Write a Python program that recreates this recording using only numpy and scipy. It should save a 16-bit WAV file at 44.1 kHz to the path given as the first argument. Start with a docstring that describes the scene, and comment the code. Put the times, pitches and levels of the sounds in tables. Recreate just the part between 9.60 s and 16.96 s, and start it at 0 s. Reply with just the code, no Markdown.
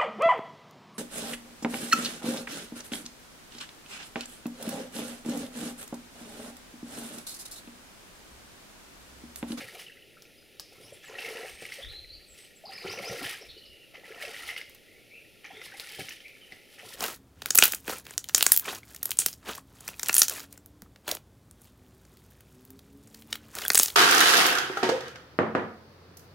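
"""A man in rubber boots wades through shallow floodwater in a spring wood, under a steady hush of air.
His first strides splash with bubbles and spray; far birds whistle and twigs snap. Then gulps begin, a near bird
sings, gusts touch the microphone, a boot thuds in the water, and the heaviest slaps follow. Near the end he treads
on wet sod with more thuds and snaps, and still splashes. Water sounds are swarms and single rising bubble tones,
resonant bursts and shaped spray; birds are gliding sines, air and wind coloured noise, thuds sums of fading tones."""
import sys
import numpy as np
from scipy import signal
from scipy.fft import rfft, irfft, next_fast_len
from scipy.io import wavfile
from scipy.ndimage import uniform_filter1d, map_coordinates

SR = 44100
rng = np.random.default_rng(int(sys.argv[2]) if len(sys.argv) > 2 else 0)


def master_out(mix):
    """Clip the mix to full scale and print it as 16-bit PCM to the path in sys.argv[1]."""
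    frames = np.transpose(np.atleast_2d(mix))
    ceiling = np.clip(frames, -1, 1)
    pcm = np.round(ceiling * 32767).astype(np.int16)
    wavfile.write(sys.argv[1], SR, pcm)


N = 324481  # length in samples
CONTROL_S = .001  # time step of the level curves, seconds
# All levels in the tables are relative: some functions add a trim in dB.


def amp(db):
    """Turn decibels into gain."""
    return 10 ** (np.asarray(db) / 20)


def unit(x):
    """Scale to an rms of 1."""
    return x / np.sqrt(np.mean(x ** 2) + 1e-20)


def along(points, hz):
    """Read a curve of (Hz, value) points on a log frequency axis."""
    point_hz, value = np.transpose(points)
    return np.interp(np.log(hz + 1), np.log(point_hz + 1), value)


def clock(length):
    """Sample times over a length in seconds."""
    return np.arange(max(int(length * SR), 2)) / SR


def add(track, s, x):
    """Mix x into the track at s seconds."""
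    part = track[max(round(s * SR), 0):][:len(x)]
    part += x[:len(part)]


def wobble(rate):
    """A smooth random curve with `rate` random points a second."""
    points = rng.standard_normal(int(N * rate / SR) + 4)
    return map_coordinates(points, [np.arange(N) * rate / SR])


def filtered(x, response):
    """Multiply the spectrum of x by a response of frequency."""
    size = next_fast_len(N + SR // 2)
    spectrum = rfft(x, size) * response(np.fft.rfftfreq(size, 1 / SR))
    return irfft(spectrum, size)[..., :N]


def coloured(x, spectrum, size=4096):
    """Colour x by (Hz, dB) points with a filter that never acts ahead of time; the result has rms 1."""
    cepstrum = irfft(np.log(amp(along(spectrum, np.fft.rfftfreq(size, 1 / SR)))))
    # folding the cepstrum makes the filter minimum phase
    cepstrum[1:size // 2] *= 2
    cepstrum[size // 2 + 1:] = 0
    impulse = irfft(np.exp(rfft(cepstrum)))
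    return unit(signal.fftconvolve(x, impulse)[:N])


def stroke(s, length, db, rise, fall, growth_db=0):
    """Level in dB of one movement: it rises and falls in dB per second, and grows while it is held."""
    t = np.arange(0, N / SR, CONTROL_S) - s
    held = growth_db * (np.clip(t / length, 0, 1) - .5)
    before, after = np.maximum(-t, 0), np.maximum(t - length, 0)
    return db + held - rise * before - fall * after


def together(strokes, rest_db):
    """Level in dB, per sample, of overlapping movements: their powers add over a resting level."""
    power = np.sum(amp(strokes) ** 2, axis=0) + amp(rest_db) ** 2
    return np.interp(np.arange(N) / SR, np.arange(len(power)) * CONTROL_S, 10 * np.log10(power))


def bubbles(low_hz, high_hz, cycles, scatter_db, rise, even, count):
    """A swarm of fading, rising bubble tones of uneven strength, evened out over spans of `even` seconds."""
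    when, pitch, size, life = rng.random((count, 4)).T
    hz = low_hz * (high_hz / low_hz) ** pitch
    length = np.maximum(cycles * (.5 + life) * SR / hz, 2).astype(int)
    # all bubbles laid end to end: which bubble each sample belongs to, and its step inside it
    which = np.repeat(np.arange(count), length)
    step = np.arange(len(which)) - np.repeat(np.cumsum(length) - length, length)
    age = step / length[which]
    strength = hz * amp(-scatter_db * np.log(1 - size))
    fade = strength[which] * np.exp(-np.log(100) * age)
    tones = fade * np.sin(2 * np.pi * hz[which] * step / SR * (1 + rise * age / 2))
    swarm = unit(np.bincount((when * N).astype(int)[which] + step, tones, N)[:N])
    span = max(int(even * SR), 2)
    power = uniform_filter1d(uniform_filter1d(swarm ** 2, span), span)
    return unit(swarm / np.sqrt(np.abs(power) + 1e-4))


def burst(hz, ring_t60, tail_t60, tail_db):
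    """One short resonant pop with a noisy tail, of peak 1; each t60 is the seconds to fade by 60 dB."""
    t = clock(.08)
    pop = np.sin(2 * np.pi * hz * t) * amp(-60 * t / ring_t60)
    tail = amp(tail_db - 60 * t / tail_t60) * rng.standard_normal(len(t))
    x = (pop + tail) * (1 - np.exp(-t * hz))
    return x / np.abs(x).max()


def air_pockets(pockets):
    """Each air pocket starts with a plop, rises in pitch as it nears the surface and dies."""
    out, unrest = np.zeros(N), wobble(200)
    for s, hz, rise, length, db in pockets:
        t = clock(length)
        age = t / length
        pitch = hz * 2 ** (rise * age) * (1 + 0.094 * unrest[int(s * SR):][:len(t)])
        shape = (1 - np.exp(-t * hz)) * (1 - age) ** 1.67
        add(out, s, amp(db) * shape * np.sin(2 * np.pi * np.cumsum(pitch) / SR))
    return out


def bird(notes, flutter_db):
    """Whistled notes, each arching through three pitches; a fast quaver makes some of them buzz."""
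    out, tremble, flutter = np.zeros(N), wobble(420), amp(flutter_db * wobble(90))
    for s, length, start_hz, middle_hz, end_hz, db, quaver in notes:
        age = clock(length) / length
        here = slice(int(s * SR), int(s * SR) + len(age))
        arch = np.polyfit([0, .5, 1], [start_hz, middle_hz, end_hz], 2)
        pitch = np.polyval(arch, age) * (1 + quaver * tremble[here])
        loudness = amp(db + 2.0) * np.abs(np.sin(np.pi * age)) ** .5 * flutter[here]
        add(out, s, loudness * np.sin(2 * np.pi * np.cumsum(pitch) / SR))
    return out


# Colour of the low and the high part of the hush. Each row: pitch in Hz, relative level in dB.
LOW_HUSH_COLOUR = [(25, -10), (60, -12), (140, -7.5), (220, -9), (300, -5.5), (410, -3.5), (560, -4.5),
                   (700, -15), (900, -24.5), (1100, -75), (1400, -16), (1600, -37), (3000, -36)]
HIGH_HUSH_COLOUR = [(900, -36), (1380, -18), (1550, -23), (1800, -7), (2500, 7.5), (3400, 3.5),
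                    (5400, -2.5), (7000, -8.5), (8300, -11), (8900, -7), (9700, -1.5), (12500, -7.5),
                    (14500, -4), (16000, -24)]


def hush():
    """The steady hush of the wood: low and high noise that barely sway, as mid and side."""
    low = np.array([coloured(rng.standard_normal(N), LOW_HUSH_COLOUR) for _ in range(2)])
    high = np.array([coloured(rng.standard_normal(N), HIGH_HUSH_COLOUR) for _ in range(2)])
    return amp(-62.5 + 0.31 * wobble(3.0)) * low + amp(-61.5 + 0.07 * wobble(4.0)) * high


# Puffs of wind on the microphone. Each row: start in seconds, length in seconds, level in dB.
GUSTS = [(1.928, 0.031, -56), (2.268, 0.057, -45), (2.4, 0.05, -50), (2.522, 0.059, -52.5),
         (2.707, 0.026, -56), (3.887, 0.035, -52), (4.0, .15, -65), (4.67, .03, -61), (4.83, 0.024, -56)]
# Colour of the wind's rumble. Each row: pitch in Hz, relative level in dB.
WIND_COLOUR = [(15, -3.5), (40, 6.5), (70, 8), (120, -6), (250, -38), (800, -106)]
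BREEZE_DB, GUST_RISE_DB_PER_S, GUST_FALL_DB_PER_S = -73.5, 350, 165  # the breeze stays between gusts


def wind():
    """Light wind on the microphone: deep noise that swells with each gust, as mid and side."""
    gusts = [stroke(s, length, db, GUST_RISE_DB_PER_S, GUST_FALL_DB_PER_S) for s, length, db in GUSTS]
    level_db = together(gusts, BREEZE_DB)
    rumble = np.array([coloured(rng.standard_normal(N), WIND_COLOUR) for _ in range(2)])
    return amp(level_db - 6.5 + 3.3 * wobble(12)) * rumble


# How wide the air sounds. Each row: pitch in Hz, gain of the side signal in dB.
AIR_WIDTH = [(60, -3.5), (200, 1.5), (380, -10.5), (1300, -1), (2400, -16), (4400, -35), (8000, -2),
             (15000, -104)]


def air():
    """Hush and wind together, with the side signal's gain set pitch by pitch."""
    mid, side = hush() + wind()
    return np.array([mid, filtered(side, lambda hz: amp(along(AIR_WIDTH, hz)))])


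# How long the trunks answer. Each row: pitch in Hz, seconds to fade by 60 dB.
TRUNK_FADE = [(150, 0.35), (1000, 0.29), (3000, 0.54), (6000, 0.49), (14000, 0.031)]


def wood(x):
    """Scattered answer of the trunks: noise tails that fade at their own speed per pitch, as mid and side."""
    hz, t, noise = signal.stft(rng.standard_normal((2, SR)), SR, nperseg=256)
    fade = amp(-60 * t / along(TRUNK_FADE, hz)[:, None])
    tail = signal.istft(noise * fade, SR, nperseg=256)[1]
    return signal.fftconvolve(x[None], tail / np.linalg.norm(tail[0]), axes=1)[:, :N]


def echoes(x, first, last, count):
    """Weak copies thrown back by the water surface and nearby trunks, together as strong as x."""
    out = np.zeros(N)
    for delay in first + (last - first) * (np.arange(count) + rng.random(count)) / count:
        add(out, delay, x * rng.choice([-1, 1]) / np.sqrt(count))
    return out


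# Whistles from deep in the wood. Each row: start in seconds, length in seconds, start, middle and end
# pitch in Hz, level in dB, strength of the quaver as a share of the pitch.
FAR_SONG = [(.29, 0.25, 2860, 2790, 2590, -73, 0.058), (.77, 0.036, 4950, 4970, 4950, -71.5, 0.0046),
            (.94, 0.037, 3720, 3790, 3600, -75, .005), (1.29, 0.16, 3350, 3330, 3380, -68, 0.046),
            (1.76, 0.45, 7840, 8640, 8300, -67.5, 0.017), (3.87, 0.45, 3090, 2875, 2760, -65, 0.0366),
            (5.23, 0.21, 1850, 2163, 2340, -67, .035), (5.49, 0.12, 2183, 2490, 2450, -57, 0.0655),
            (5.88, 0.16, 3120, 3510, 3740, -64.5, 0.035), (6.28, 0.19, 3140, 3124, 3130, -59.5, 0.012),
            (6.63, 0.075, 2024, 2410, 2615, -56, 0.051), (6.805, 0.0474, 3260, 2937, 2880, -60, 0.017),
            (6.99, 0.036, 2300, 2156, 2070, -67, .03)]


def far_birds():
    """Far whistles: gliding tones with a strongly fluttering loudness."""
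    return bird(FAR_SONG, flutter_db=5)


# A near songbird's notes. Each row: start in seconds, length in seconds, start, middle and end
# pitch in Hz, level in dB, strength of the quaver as a share of the pitch.
NEAR_SONG = [(1.215, .08, 4500, 5500, 6200, -60, .012), (1.21, .07, 8700, 10100, 11900, -63, .007),
             (1.315, .042, 7300, 7600, 6900, -64, .01), (1.322, .038, 9200, 9700, 11000, -61, .03),
             (1.445, .062, 7840, 7230, 5700, -59, .022), (2.208, .062, 3100, 3420, 3820, -45.5, .038),
             (2.283, .045, 3924, 4050, 3960, -47, .035), (2.325, .08, 3930, 4150, 4100, -44, .025),
             (2.491, .022, 4650, 4030, 4200, -44, .008), (2.515, .046, 4300, 4560, 4480, -46, .035),
             (2.67, .084, 8400, 7740, 7560, -58, .015), (2.775, .089, 8700, 8000, 9030, -59, .015),
             (2.955, .026, 8300, 7500, 7700, -58.5, .01), (3.053, .011, 5400, 4700, 4000, -45, .005),
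             (3.066, .028, 4850, 4650, 3650, -46, .005), (3.122, .056, 4200, 5250, 4000, -46, .007),
             (3.176, .016, 4100, 4500, 5100, -47, .005), (3.203, .032, 5150, 4750, 3650, -44, .005),
             (3.29, .035, 4100, 5450, 5400, -41, .006), (3.32, .026, 6000, 5950, 5500, -46, .005),
             (3.438, .046, 4100, 5120, 5200, -41.5, .005), (3.472, .036, 6150, 5900, 5350, -44.5, .005),
             (3.58, .022, 4100, 4830, 5200, -49, .006), (3.806, .02, 4600, 5300, 5600, -49, .02),
             (3.885, .038, 3600, 4230, 3700, -50, .12), (3.975, .022, 5300, 4200, 4100, -50, .02),
             (4.055, .014, 5750, 4600, 3500, -50, .008)]


def near_bird():
    """Near song: short gliding tones with a gently fluttering loudness."""
    return bird(NEAR_SONG, flutter_db=2.0)


# Twigs and dry stalks breaking. Each row: start in seconds, level in dB, pitch in Hz.
SNAPS = [(0.622, -38.5, 5400), (0.9973, -26.5, 5000), (5.096, -39.5, 13600), (5.148, -41.5, 13100),
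         (6.1982, -24.5, 4220), (6.492, -31.5, 5870), (6.682, -44.5, 4470)]


def snaps():
    """Twigs crack under the boots: a ten-cycle pop with a faint noisy tail."""
    out = np.zeros(N)
    for s, db, hz in SNAPS:
        add(out, s, amp(db + 4) * burst(hz, ring_t60=10 / hz, tail_t60=0.053, tail_db=-25.5))
    return out


# Boot thuds, in the water and on the sod. Each row: start in seconds, level in dB.
THUDS = [(2.023, -37.5), (6.388, -27.5), (6.409, -35), (6.431, -54), (6.92, -41.5)]
# Tones of a thud, varied a little each time. Each row: pitch in Hz, level in dB, seconds to fade by 60 dB.
THUD_TONES = [(94, -10, 0.117), (115, -9.5, 0.15), (155.6, 4, 0.052), (298, -4.5, 0.11), (420, 6, 0.046),
              (561, 3, 0.042), (740, 1, 0.065)]


def thuds():
    """The boot comes down with a dull thud of several fading tones."""
    out, t = np.zeros(N), clock(.2)
    for s, db in THUDS:
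        ring = np.zeros(len(t))
        for hz, level, t60 in THUD_TONES:
            fade = amp(level + rng.normal(0, 1) - 60 * t / t60)
            ring += fade * np.cos(2 * np.pi * hz * rng.normal(1, 0.037) * t)
        soft_start = 1 - np.exp(-t / 0.0048)
        add(out, s, amp(db - 6.5) * ring * soft_start)
    # the thuds hold little deep bass
    return signal.sosfilt(signal.butter(3, 80, "high", fs=SR, output="sos"), out)


# Drops falling back into the pool. Each row: start in seconds, pitch in Hz, level in dB.
DRIPS = [(.265, 2750, -39), (.283, 2710, -42), (0.297, 1960, -43.5), (.32, 2650, -45), (.37, 1850, -47.5),
         (0.422, 2790, -46), (0.568, 1390, -51.5), (1.552, 1840, -37), (2.443, 2110, -48),
         (6.12, 1804, -41)]
DRIP_CYCLES, DRIP_RISE = 42, .1  # length in cycles of the table's pitch, rise in octaves


def drips():
    """Each drop rings as one small air pocket."""
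    return air_pockets([(s, hz, DRIP_RISE, DRIP_CYCLES / hz, db) for s, hz, db in DRIPS])


# Single air pockets closing. Each row: start in seconds, pitch in Hz, rise in octaves,
# length in seconds, level in dB.
GULPS = [(1.322, 474, 0.39, 0.016, -35), (1.639, 429, 0.13, 0.052, -40.5), (1.679, 424, 0.13, 0.041, -38),
         (1.853, 415, 0.16, 0.02, -39), (2.0212, 435, 0.57, 0.0066, -26), (2.186, 547, 0.39, 0.035, -38),
         (3.038, 652, 0.89, .052, -40), (3.091, 760, .08, 0.039, -40.5), (3.246, 376, 0.19, 0.026, -28),
         (3.378, 487, 0.21, 0.057, -38), (3.502, 133, .1, 0.036, -32.5), (3.51, 453.3, .58, 0.094, -35),
         (3.615, 238, 0.95, 0.054, -35), (3.811, 440, 0.58, 0.028, -42), (3.964, 457, 0.18, 0.024, -42),
         (4.339, 617, 0.98, 0.026, -48.5), (4.503, 422, 0.29, 0.04, -39), (4.634, 565, 0.11, .04, -35),
         (4.675, 469, 0.13, 0.092, -43), (5.904, 780, 0.4, 0.029, -41), (6.139, 720, .08, 0.025, -45)]


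def gulps():
    """Gulping bubbles: single air pockets that rise in pitch."""
    return air_pockets(GULPS)


# A leg pushes water aside under the surface. Each row: start in seconds, length in seconds,
# slosh level in dB, deep churn level in dB.
PUSHES = [(0.0, 0.036, -48, -57), (0.139, 0.038, -50.5, -72), (1.126, 0.21, -59.5, -63),
          (1.492, 0.12, -47, -70), (1.663, 0.19, -44.5, -66.5), (2.038, 0.3, -61.5, -70.5),
          (3.076, 0.17, -55.5, -69), (3.246, 0.047, -39.5, -56), (3.307, 0.35, -42.5, -55.5),
          (3.806, 0.012, -52.5, -70), (4.356, 0.33, -57.5, -76), (4.547, 0.18, -51, -72),
          (4.754, .22, -56, -85), (5.917, 0.14, -53.5, -68), (6.097, 0.3, -65.5, -76),
          (6.379, 0.043, -59, -55.5), (6.91, 0.015, -60, -68), (7.225, 0.16, -52, -63)]
# Colour of the slosh and of the deep churn. Each row: pitch in Hz, gain in dB.
SLOSH_COLOUR = [(150, -24.5), (300, -7), (420, 1), (550, 1), (630, -6), (720, 1), (850, -12), (1030, -9),
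                (1200, -15.5), (1370, -3.5), (1550, -21.5), (2200, -16.5)]
CHURN_COLOUR = [(50, -21), (110, 0.5), (200, 0.5), (300, -1), (450, 5), (900, -62)]
PUSH_RISE_DB_PER_S, PUSH_FALL_DB_PER_S = 800, 220
LAP_DB, SWAY_DB = -76.5, -77.5  # slosh and churn left between the pushes


def push_level(pushes, rest_db):
    """Level in dB of all the leg's pushes over what is left between them."""
    strokes = [stroke(s, length, db, PUSH_RISE_DB_PER_S, PUSH_FALL_DB_PER_S) for s, length, db in pushes]
    return together(strokes, rest_db)


def slosh():
    """The boot shaft drags air under, where it rings as large bubbles."""
    slosh_db = push_level([(s, length, db) for s, length, db, _ in PUSHES], LAP_DB)
    churn_db = push_level([(s, length, db) for s, length, _, db in PUSHES], SWAY_DB)
    swirl = bubbles(288.8, 1675, cycles=15.9, scatter_db=4.0, rise=0.344, even=0.03, count=2600)
    churn = bubbles(81.0, 378, cycles=6.2, scatter_db=6.5, rise=0.45, even=0.072, count=900)
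    return amp(slosh_db - 2.5) * coloured(swirl, SLOSH_COLOUR) + amp(churn_db + 1.5) * coloured(churn, CHURN_COLOUR)


# Water slapping back on the surface and on the rubber. Each row: start in seconds (played 0.6 ms later),
# level in dB, pitch in Hz.
SLAPS = [(.0074, -25, 2070), (0.195, -30, 2930), (1.5886, -21.5, 2670), (1.623, -29, 2700),
         (1.662, -24, 2680), (2.0264, -29, 2290), (2.052, -25, 2200), (2.087, -31, 2650),
         (2.12, -22.5, 2100), (2.246, -28, 1880), (3.266, -29, 2230), (3.3877, -23.5, 2200),
         (3.642, -19, 1700), (3.663, -20, 1730), (4.341, -47, 2250), (4.6238, -19.5, 2220),
         (4.6497, -22, 2650), (4.8894, -20, 2000), (4.962, -18, 2130), (4.9766, -21, 2590),
         (5.0124, -25, 2130), (6.0145, -24.5, 2030), (6.298, -36, 2140), (6.4846, -25, 2140),
         (6.5058, -25, 2500), (6.519, -27, 2970), (6.566, -32, 2970), (6.6033, -31.5, 3120),
         (6.921, -29, 2005), (7.3246, -32, 1790)]


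def slaps():
    """Lumps of water land with a dull smack: a ringing pop in strong noise, then coloured."""
    out = np.zeros(N)
    for s, db, hz in SLAPS:
        add(out, s + .0006, amp(db) * burst(hz, ring_t60=.022, tail_t60=.04, tail_db=0))
    # each pair: pitch in Hz, gain in dB
    smack = [(300, -19), (1000, -17.0), (1800, 0.5), (2900, 0.5),
             (3800, -6), (5500, -3.5), (7500, -46), (15000, -28.0)]
    return filtered(out, lambda hz: amp(along(smack, hz)))


LEAD_S, LEAD_DB, LEAD_SPRAY_DB = 0.15, -4.5, -9  # the shin stirs the surface before the boot breaks out
RISE_DB_PER_S, FALL_DB_PER_S = 696, 376  # how fast thrown water builds up and comes down
RUNOFF_DB, RUNOFF_DB_PER_S = -5.5, 73  # water keeps running off the boot after each stride
SHEET_S, SHEET_FALL_DB_PER_S = 0.0086, 319  # a sheet lands almost at once and dies fast


def thrown(strides, sheets, brushes, lead_db, rest_db):
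    """Level of airborne water: strides stir, break out and run off; sheets land at once; grass is brushed."""
    parts = [stroke(s, SHEET_S, db, rise=1700, fall=SHEET_FALL_DB_PER_S) for s, db in sheets]
    parts += [stroke(s, length, db, rise=520, fall=190) for s, length, db in brushes]
    for s, length, db, growth_db in strides:
        parts += [stroke(s - LEAD_S, LEAD_S, db + lead_db, RISE_DB_PER_S, FALL_DB_PER_S),
                  stroke(s, length, db, RISE_DB_PER_S, FALL_DB_PER_S, growth_db),
                  stroke(s, length, db + RUNOFF_DB, RISE_DB_PER_S, RUNOFF_DB_PER_S)]
    return together(parts, rest_db)


# A boot swings through the water. Each row: start in seconds, length in seconds, splash level in dB,
# fine spray level in dB, growth over the stride in dB.
STRIDES = [(0.0, 0.17, -54.5, -59.5, 7), (1.588, 0.3, -45.5, -55, -4), (2.018, 0.2, -51, -57, -1),
           (3.261, 0.48, -46, -53.5, 10.5), (4.603, 0.31, -46, -55, 5), (6.176, 0.35, -53.5, -56, -0.5),
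           (7.257, .09, -58, -54.5, 6)]
# Single sheets of water flung off a boot. Each row: start in seconds, splash level in dB,
# fine spray level in dB.
SHEETS = [(0.003, -42, -52), (0.196, -45.5, -47.5), (2.135, -67, -52.5), (2.32, -53, -64),
          (3.269, -37, -78), (3.644, -38, -46), (4.345, -48.5, -86), (4.619, -44.5, -52), (4.884, -43, -57),
          (4.977, -44, -52), (5.846, -44, -72), (6.039, -57, -52), (6.396, -44.5, -47.5),
          (6.915, -54, -60.5), (7.186, -46.5, -62)]
# Boots and trouser legs brush through wet grass. Each row: start in seconds, length in seconds,
# splash level in dB, fine spray level in dB.
BRUSHES = [(1.135, 0.25, -63, -66.5), (2.757, 0.092, -60, -61.5), (4.344, 0.041, -57, -86),
           (5.902, 0.49, -54, -70), (6.674, 0.51, -64.5, -73.5)]
TRICKLE_DB, MIST_DB = -66.5, -80.5  # the disturbed pool never quite settles


def splash_level():
    """Level in dB of the coarse splash."""
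    strides = [(s, length, db, growth) for s, length, db, _, growth in STRIDES]
    sheets = [(s, db) for s, db, _ in SHEETS]
    brushes = [(s, length, db) for s, length, db, _ in BRUSHES]
    return thrown(strides, sheets, brushes, LEAD_DB, TRICKLE_DB)


def spray_level():
    """Level in dB of the fine spray."""
    strides = [(s, length, db, growth) for s, length, _, db, growth in STRIDES]
    sheets = [(s, db) for s, _, db in SHEETS]
    brushes = [(s, length, db) for s, length, _, db in BRUSHES]
    return thrown(strides, sheets, brushes, LEAD_SPRAY_DB, MIST_DB)


# Colour of the splash and of the fine spray. Each row: pitch in Hz, gain in dB.
SPLASH_COLOUR = [(500, -33.5), (800, -2.5), (1000, -16.5), (1370, -7), (1540, -10), (1760, 2), (2650, 0.5),
                 (3050, -3), (3400, -13), (4900, -10), (7000, -16), (12000, -36)]
SPRAY_COLOUR = [(1500, -21.5), (3000, 5), (5400, 3), (7000, -4), (8400, -0.5), (10400, 2.5), (12500, -4),
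                (14500, 0), (16000, -10)]


def splashes():
    """Thrown water breaks into clumps of small bubbles; a few ring on, drops tick, and fine spray patters."""
    clumps = wobble(70)  # splash and spray clump together
    small = bubbles(781, 7100, cycles=11.5, scatter_db=0.5, rise=.17, even=.01, count=11000)
    ringing = bubbles(1100, 4500, cycles=48, scatter_db=4, rise=.18, even=.08, count=700)
    ticks = bubbles(1073, 7100, cycles=11.3, scatter_db=2.0, rise=0.39, even=0.049, count=520)
    swarm = small * amp(1.4 * clumps) + amp(-5) * ringing + amp(-5.5) * ticks
    splash = amp(splash_level() - 0.5) * coloured(swarm, SPLASH_COLOUR)
    drops = bubbles(1960, 14900, cycles=5.3, scatter_db=2, rise=0.13, even=0.068, count=48000)
    patter = drops * amp(2.0 * clumps + 2.0 * wobble(200))
    spray = amp(spray_level() + 4.0) * coloured(patter, SPRAY_COLOUR)
    return splash + spray


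# How wide the wader, the birds and their echoes sound. Each row: pitch in Hz, gain of the side signal in dB.
NEAR_WIDTH = [(60, -30), (200, -17), (380, -18), (1300, -13), (2400, -17), (4400, -18.5), (8000, -20.5),
              (15000, -105)]


def scene():
    """The wader and birds straight ahead, with the wood's answer and the air all round."""
    wader = splashes() + slosh() + gulps() + drips() + slaps() + snaps() + thuds()
    near, far = near_bird(), far_birds()
    song = near + amp(-15) * echoes(near, first=.017, last=0.056, count=4) + amp(1.5) * far
    mid, side = wood(amp(-10) * wader + amp(-4.0) * near + amp(1.0) * far)
    # the first reflections differ between left and right
    side = side + echoes(wader + song, first=0.00066, last=0.04, count=14)
    side = filtered(side, lambda hz: amp(along(NEAR_WIDTH, hz)))
    mid, side = np.array([mid + wader + song, side]) + air()
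    # the left channel is 0.3 dB louder than the right
    return np.array([mid + side, mid - side]) * amp([[.15], [-.15]])


TOP_HZ = 15900


def record(dry):
    """Keep nothing at or above the band limit."""
    return filtered(dry, lambda hz: hz < TOP_HZ)


dry = scene()
out = record(dry)
master_out(out)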